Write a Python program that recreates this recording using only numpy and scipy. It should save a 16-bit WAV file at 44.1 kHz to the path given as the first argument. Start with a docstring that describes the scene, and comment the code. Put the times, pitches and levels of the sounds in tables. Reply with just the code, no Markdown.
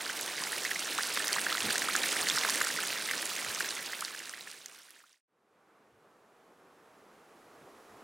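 """A small geyser erupts outdoors, heard in stereo from the edge of its pool. Close to the microphone
the water churns, bubbles ring in short plops and falling drops land with sharp spats, while steam
thumps dully in the vent. The pool fades to silence after about five seconds. Then the geyser fades
in from farther off, a soft, growing roar under a thin hiss of spray, with the vent still thumping."""
import sys
import numpy as np
from scipy import signal
from scipy.fft import rfft, irfft, next_fast_len
from scipy.io import wavfile

SR = 44100
rng = np.random.default_rng(int(sys.argv[2]) if len(sys.argv) > 2 else 0)


def file_out(sig):
    """Save sig as 16-bit WAV at sys.argv[1]."""
    # one column per channel
    cols = np.atleast_2d(sig).T
    # limit, then scale
    lim = np.clip(cols, -1, 1)
    pcm = np.round(lim * 32767).astype(np.int16)
    wavfile.write(sys.argv[1], SR, pcm)


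N = 354123
TIME = np.arange(N) / SR
POOL_END_S, DISTANT_START_S = 5.215, 5.277


def from_db(db):
    """Decibels to gain."""
    return 10 ** (np.asarray(db) / 20)


def rms_one(x):
    """Scale to rms 1."""
    return x / np.sqrt(np.mean(x ** 2) + 1e-20)


def colour(x, curve):
    """Filter by a smooth curve of (Hz, dB) points."""
    size = next_fast_len(N + 4096)
    hz, db = np.transpose(curve)
    bins = np.fft.rfftfreq(size, 1 / SR)
    gain = from_db(np.interp(np.log(bins + 1), np.log(hz), db))
    return irfft(rfft(x, size) * gain, size)[:N]


def drift(rate_hz, step=40):
    """A slow random wander with a spread of 1."""
    pole = np.exp(-2 * np.pi * step * rate_hz / SR)
    noise = rng.standard_normal(N // step + 2002)
    slow = signal.lfilter([1], [1, -2 * pole, pole * pole], noise)[2000:]
    return np.interp(np.arange(N) / step, np.arange(len(slow)), rms_one(slow))


def resonate(x, hz, q):
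    """A broad resonance with gain 1 at its peak."""
    w = 2 * np.pi * min(hz, SR * 7 / 16) / SR
    damp = np.sin(w) / (2 * q)
    return signal.lfilter([damp, 0, -damp], [1 + damp, -2 * np.cos(w), 1 - damp], x + 1e-18)


def add(out, s, sound):
    """Mix a sound in at s seconds."""
    at = int(np.clip(s * SR, 0, N - 1))
    out[at:at + len(sound)] += sound[:N - at]


def outdoors(x, width, pan, count=8):
    """Faint scattered echoes reach the microphone; the bass stays centred, higher bands lean aside."""
    delays = (rng.uniform(.002, .04, count) * SR).astype(int)
    echoes = sum(np.pad(x, (d, 0))[:N] * (-1) ** k for k, d in enumerate(delays)) / np.sqrt(count)
    side = colour(echoes, width)
    channels = []
    for sign in (1, -1):
        lean = [(hz, sign * (db - pan[0][1]) / 2) for hz, db in pan]
        channels.append(colour(x + sign * side, lean))
    return np.array(channels)


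def rush(spectrum, flutter_db, flutter_hz):
    """Countless merged splashes: noise whose octave bands swell and sink on their own."""
    bands = [resonate(rng.standard_normal(N), hz, q=1) * from_db(flutter_db * drift(flutter_hz))
             for hz in 50 * 2 ** np.arange(8)]
    return rms_one(colour(sum(bands), spectrum))


# One surge at the pool's edge. Each row: time in seconds, splashing and churning levels in relative dB.
SURGE_LEVELS = [(0.0, -40.5, -47.4), (1.1, -37.0, -47.5), (1.75, -36.5, -43.5), (2.5, -34, -44.0),
                (2.7, -36.5, -46.3), (3.5, -38.5, -48.5), (3.95, -43, -52.9), (4.5, -51.5, -61.0),
                (4.95, -60, -71.5)]
def surge_db(s):
    """The pool swells and subsides: levels of the splashing and of the churning at s seconds."""
    times, *levels = np.transpose(SURGE_LEVELS)
    return [np.interp(s, times, db) for db in levels]


# Churning water, close up. 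Each row: frequency in Hz, spectral level in relative dB.
CHURN_SPECTRUM = [(25, -18.5), (60, -21.5), (100, -13), (180, -3.5), (350, 2), (600, 1), (1000, 0),
                  (1700, -3), (3000, -11.5), (6000, -40.5)]
def churning():
    """Water tumbles in the pool with a fluttering, mid-pitched rush."""
    return rush(CHURN_SPECTRUM, flutter_db=2.07, flutter_hz=19)


def bubble(hz, decay_s, glide=.13, onset=.4):
    """A bubble pinches off, rings a few cycles and rises in pitch as it nears the surface."""
    age = np.arange(int(6 * decay_s * SR) + 8) / SR / decay_s   # in decay times
    swell = (1 - np.exp(-(age / onset) ** 2)) * np.exp(-age)
    return swell / swell.max() * np.sin(2 * np.pi * hz * decay_s * (age + glide * age ** 2 / 2))


def bubbling(per_s, pitch_hz, pitch_spread, size_db, cycles, count=9000):
    """Bubbles of one family of sizes are born at random times in the pool."""
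    out = np.zeros(N)
    births = np.cumsum(rng.exponential(1, count)) / per_s
    traits = np.clip(rng.standard_normal((count, 3)), -2.5, 1.9)
    for s, (pitch, size, ring) in zip(births[births < POOL_END_S], traits):
        hz = pitch_hz * np.exp(pitch_spread * pitch)
        add(out, s, from_db(size_db * size) * bubble(hz, cycles / hz * np.exp(.4 * ring)))
    return out / np.std(out[:int(POOL_END_S * SR)])


# Splashing water, close up. Each row: frequency in Hz, gain in relative dB.
SPLASH_SPECTRUM = [(500, -22.5), (1100, -11.5), (1800, -2.5), (2800, -2), (4500, -2.5), (7500, -4.5),
                   (8800, -2.5), (10500, -6.5), (12800, -11), (15800, -11)]
def fizzing():
    """The finest splashing blends into an even, bright noise."""
    return rms_one(colour(rng.standard_normal(N), SPLASH_SPECTRUM))


def spatter(per_s=2200, size_db=4.5, burst_s=.0015, clump_db=2.5, bands=12):
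    """Small drops fall in clumps, each a tiny burst of fizz with its own size and brightness."""
    out = np.zeros(N)
    hit_chance = from_db(clump_db * drift(rate_hz=25)) * per_s / bands / SR
    for hz in np.geomspace(2200, 14000, bands):
        sizes = from_db(size_db * np.minimum(rng.exponential(1, N), 4.4))
        hits = sizes * (rng.random(N) < hit_chance)
        power = signal.lfilter([1], [1, -np.exp(-2 / (burst_s * SR))], hits ** 2 + 1e-18)
        out += resonate(np.sqrt(power) * rng.standard_normal(N), hz, q=3)
    return rms_one(colour(out, SPLASH_SPECTRUM))


def strays(per_s, above_db, spread_db, pitch_hz, pitch_spread, count=120):
    """Lesser plops or spats, unevenly spaced, that follow the splashing level: rows of (s, dB, Hz)."""
    jitter, size, pitch = rng.random((count, 3)).T
    s = (np.arange(count) + jitter) / per_s
    db = surge_db(s)[0] + above_db + spread_db * (2 * size - 1)
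    hz = pitch_hz * np.exp(pitch_spread * (2 * pitch - 1))
    return np.column_stack([s, db, hz])[s < POOL_END_S]


# The loudest bubbles near the microphone.
# Each row: start in seconds, level in relative dB, nominal pitch in Hz, decay time in cycles.
LARGE_BUBBLES = [(0.0635, -25, 1550, 1.9), (0.096, -24.5, 1530, 3.2), (0.421, -32, 1080, 3.8),
                 (0.529, -25.5, 1810, 4), (0.6496, -22, 1890, 4.7), (0.713, -22, 1820, 4.5),
                 (0.758, -24.5, 2090, 5.6), (0.9851, -20, 1300, 3.4), (1.1732, -15.5, 1400, 0.78),
                 (1.362, -23, 1080, 2.5), (1.3833, -19.5, 1780, 3.5), (1.4647, -18.5, 1630, 4.4),
                 (1.519, -27.5, 1314, 7.5), (1.5502, -22, 1390, 2.4), (1.704, -20.5, 1600, 4.3),
                 (1.7554, -22.5, 1740, 4.6), (1.82, -18, 1870, 1.7), (1.8856, -24.5, 1280, 4.0),
                 (1.952, -15.5, 1590, 2.3), (2.038, -21, 1880, 4), (2.165, -22.5, 1880, 3.4),
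                 (2.376, -19.5, 1400, 2.6), (2.435, -22.5, 2020, 2.6), (2.4489, -17.5, 1490, 2.3),
                 (2.486, -27, 1020, 3.8), (2.614, -13.5, 1520, 1.3), (2.6691, -24, 1450, 3.1),
                 (2.787, -23.5, 1450, 3.7), (3.087, -24.5, 1980, 3.8), (3.1114, -19, 1870, 2.6),
                 (3.6054, -18.5, 1630, 2.7), (3.9325, -25, 1850, 2.8), (4.022, -27, 1280, 4),
                 (4.1472, -32, 1650, 3.6), (4.337, -29.5, 1770, 2.5), (4.473, -32, 1760, 2.1),
                 (5.038, -47.5, 1270, 4.4)]
def plops(level_db=-1, start_ratio=.862, splash_db=-16, splash_s=.0025, stray_cycles=3.3):
    """Large bubbles start a little under pitch, throw up a small splash and bring two weaker bubbles."""
    out, age = np.zeros(N), TIME[:2048] / splash_s
    lesser = strays(per_s=9, above_db=11, spread_db=1.5, pitch_hz=1829, pitch_spread=.14)
    for s, db, hz, cycles in list(LARGE_BUBBLES) + [(*row, stray_cycles) for row in lesser]:
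        plop = bubble(start_ratio * hz, cycles / hz, glide=.16, onset=.48)
        add(out, s, from_db(db + level_db) * plop)
        splash = rms_one(resonate(rng.standard_normal(len(age)), 1.2 * hz, q=.93))
        add(out, s - splash_s / 2, from_db(db + splash_db) * splash * age * np.exp(1 - age))
        for late, pitch in rng.uniform(0, 1, (2, 2)):
            companion = bubble(hz * (.8 + .6 * pitch), decay_s=.0012)
            add(out, s - .005 + .014 * late, from_db(db - 13.5) * companion)
    return out


# The loudest drops hitting the pool. Each row: start in seconds, level in relative dB, ring pitch in Hz.
HEAVY_DROPS = [(0.2115, -19, 10500), (0.3747, -29, 4800), (0.5205, -21, 8500), (1.033, -18.5, 4540),
               (1.2808, -16.5, 5650), (1.3294, -16, 4600), (1.5016, -21.5, 2880), (1.605, -19.5, 2610),
               (1.707, -18.5, 4590), (1.781, -15.5, 6160), (1.9632, -15.5, 6360), (2.2866, -18.5, 4200),
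               (2.2994, -14.5, 3380), (2.4975, -15, 6360), (3.2211, -23, 10600), (3.2565, -20.5, 6600),
               (3.548, -19.5, 5900), (3.7071, -22.5, 4300), (4.0079, -20.5, 10100), (4.049, -21.5, 4300),
               (4.2946, -26.5, 5770), (4.5142, -32.5, 5340), (4.6598, -26.5, 6200), (4.906, -37, 9600)]
def spats(crack_db=1, crack_s=.0003, fizz_db=-14, fizz_s=.0018, ring_db=-4.5, cycles=5, top_hz=11000):
    """Heavy drops land with a sharp crack, a short fizz of droplets and the plink of trapped air."""
    out, age = np.zeros(N), TIME[:1024]
    crack = age / crack_s * np.exp(-age / crack_s)
    fizz = from_db(fizz_db) * age / fizz_s * np.exp(-age / fizz_s)
    lesser = strays(per_s=8, above_db=14, spread_db=4, pitch_hz=5860, pitch_spread=.6)
    for s, db, hz in [*HEAVY_DROPS, *lesser]:
        burst = resonate((crack + fizz) * rng.standard_normal(len(age)), hz, q=.9)
        add(out, s - crack_s, from_db(db + crack_db) * burst / np.abs(burst).max())
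        add(out, s, from_db(db + ring_db) * bubble(hz, cycles / hz, glide=.025, onset=.34))
    return signal.sosfilt(signal.butter(2, top_hz, fs=SR, output="sos"), out)


# Stereo width at the pool's edge. Each row: frequency in Hz, side minus mid in dB.
NEAR_WIDTH = [(30, -27), (150, -47), (700, -21.5), (2000, -29.5), (10000, -20), (13000, -33.5)]
# Balance there. Each row: frequency in Hz, leftward lean in dB, with the first row taken as centre.
NEAR_BALANCE = [(750, 2), (1300, 0.7), (2300, -1), (9000, -1), (12000, 1.5)]
def pool(splash_db=2.5, churn_db=1.5, slosh_db=.5, low_cut_hz=450):
    """The pool from its edge: the harder the water falls, the more it gurgles, tinkles and spatters."""
    splash_gain, churn_gain = from_db(np.array(surge_db(TIME)) + slosh_db * drift(rate_hz=5))
    fizz = from_db(-10) * fizzing()
    gurgle = from_db(-9.5) * bubbling(per_s=520, pitch_hz=1599, pitch_spread=.2, size_db=6, cycles=2.8)
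    tinkle = from_db(-8.5) * bubbling(per_s=800, pitch_hz=4205, pitch_spread=.42, size_db=5, cycles=3.2)
    splashing = gurgle + tinkle + from_db(-5) * spatter() + fizz
    surface = splash_gain * from_db(splash_db) * splashing + plops() + spats()
    # Small bubbles and drops radiate no bass.
    surface = signal.sosfilt(signal.butter(2, low_cut_hz, "high", fs=SR, output="sos"), surface)
    water = churn_gain * from_db(churn_db) * churning()
    return outdoors(water + surface, NEAR_WIDTH, NEAR_BALANCE)


# The strongest surges in the vent, heard dead centre from both positions.
# Each row: time of the peak in seconds, level in relative dB, centre frequency in Hz.
VENT_SURGES = [(1.63, -63, 85), (1.674, -39, 216), (2.34, -51, 150), (3.48, -57, 95), (5.565, -69, 472),
               (5.951, -71, 120), (6.051, -64, 452), (6.509, -60, 380), (7.631, -60, 170),
               (7.675, -53.5, 420), (7.93, -68, 95)]
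def thumps(level_db=-2, swell_s=.034, q=.95):
    """Steam and water surge in the vent, each time with a brief swell of low rumble."""
    out, age = np.zeros(N), TIME[:SR // 2] - .25
    swell = np.exp(-(age / swell_s) ** 2)
    for s, db, hz in VENT_SURGES:
        rumble = resonate(resonate(rng.standard_normal(len(age)), hz, q), hz, q)
        thump = rms_one(rumble * swell) * np.sqrt(np.mean(swell ** 2))
        add(out, s + age[0], from_db(db + level_db) * thump)
    return out


def rise(final_db, db_per_s, fade_s=.4):
    """The distant sound fades in quickly, then grows steadily to the end."""
    fade_in = np.clip((TIME - DISTANT_START_S) / fade_s, 0, 1) ** .58
    return fade_in * from_db(final_db - db_per_s * (TIME[-1] - TIME))


# The gushing water from farther off. Each row: frequency in Hz, spectral level in relative dB.
ROAR_SPECTRUM = [(15, -60), (25, -32), (58, -30), (91, -17), (184, -7.5), (306, -4.5), (449, -1), (489, -2),
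                 (543, -5.5), (763, -4.5), (924, -7), (1140, -5.5), (2730, -20), (4000, -27), (5200, -54),
                 (8800, -120)]
def roar(gush_db=.64):
    """At a distance the splashes merge into a soft, wavering roar."""
    gush = from_db(gush_db * drift(rate_hz=5))
    return rise(final_db=-56, db_per_s=4.5) * gush * rush(ROAR_SPECTRUM, flutter_db=1, flutter_hz=14)


# The spray from the same spot. Each row: frequency in Hz, spectral level in relative dB.
SPRAY_SPECTRUM = [(1500, -1), (3000, -1.5), (4500, 0.5), (7000, -1), (9000, -3), (11300, -3), (13000, -8),
                  (15500, -12)]
def spray():
    """The single drops merge into a thin, smooth hiss."""
    hiss = rms_one(colour(rng.standard_normal(N), SPRAY_SPECTRUM))
    return rise(final_db=-65.5, db_per_s=6.3) * hiss


# Stereo width at the far position. Each row: frequency in Hz, side minus mid in dB.
FAR_WIDTH = [(200, -45), (640, -18), (1400, -14), (3100, -9), (6800, -20), (14000, -34)]
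# Balance there. Each row: frequency in Hz, left minus right in dB.
FAR_BALANCE = [(400, 0), (1300, -1.7), (2400, -1.5), (7000, 0)]
def distant_geyser():
    """With the microphone farther back, roar and spray arrive together among faint echoes."""
    return outdoors(roar() + spray(), FAR_WIDTH, FAR_BALANCE)


def scene(fade_s=.23):
    """The pool's edge, a moment of silence, then the geyser from farther off."""
    fade_out = np.clip((POOL_END_S - TIME) / fade_s, 0, 1) ** 1.12
    return fade_out * pool() + distant_geyser() + thumps()


def record(dry, cutoff_hz=15850):
    """The highest treble is cut off steeply."""
    return signal.sosfilt(signal.ellip(12, .1, 80, cutoff_hz, fs=SR, output="sos"), dry)


dry = scene()
out = record(dry)
file_out(out)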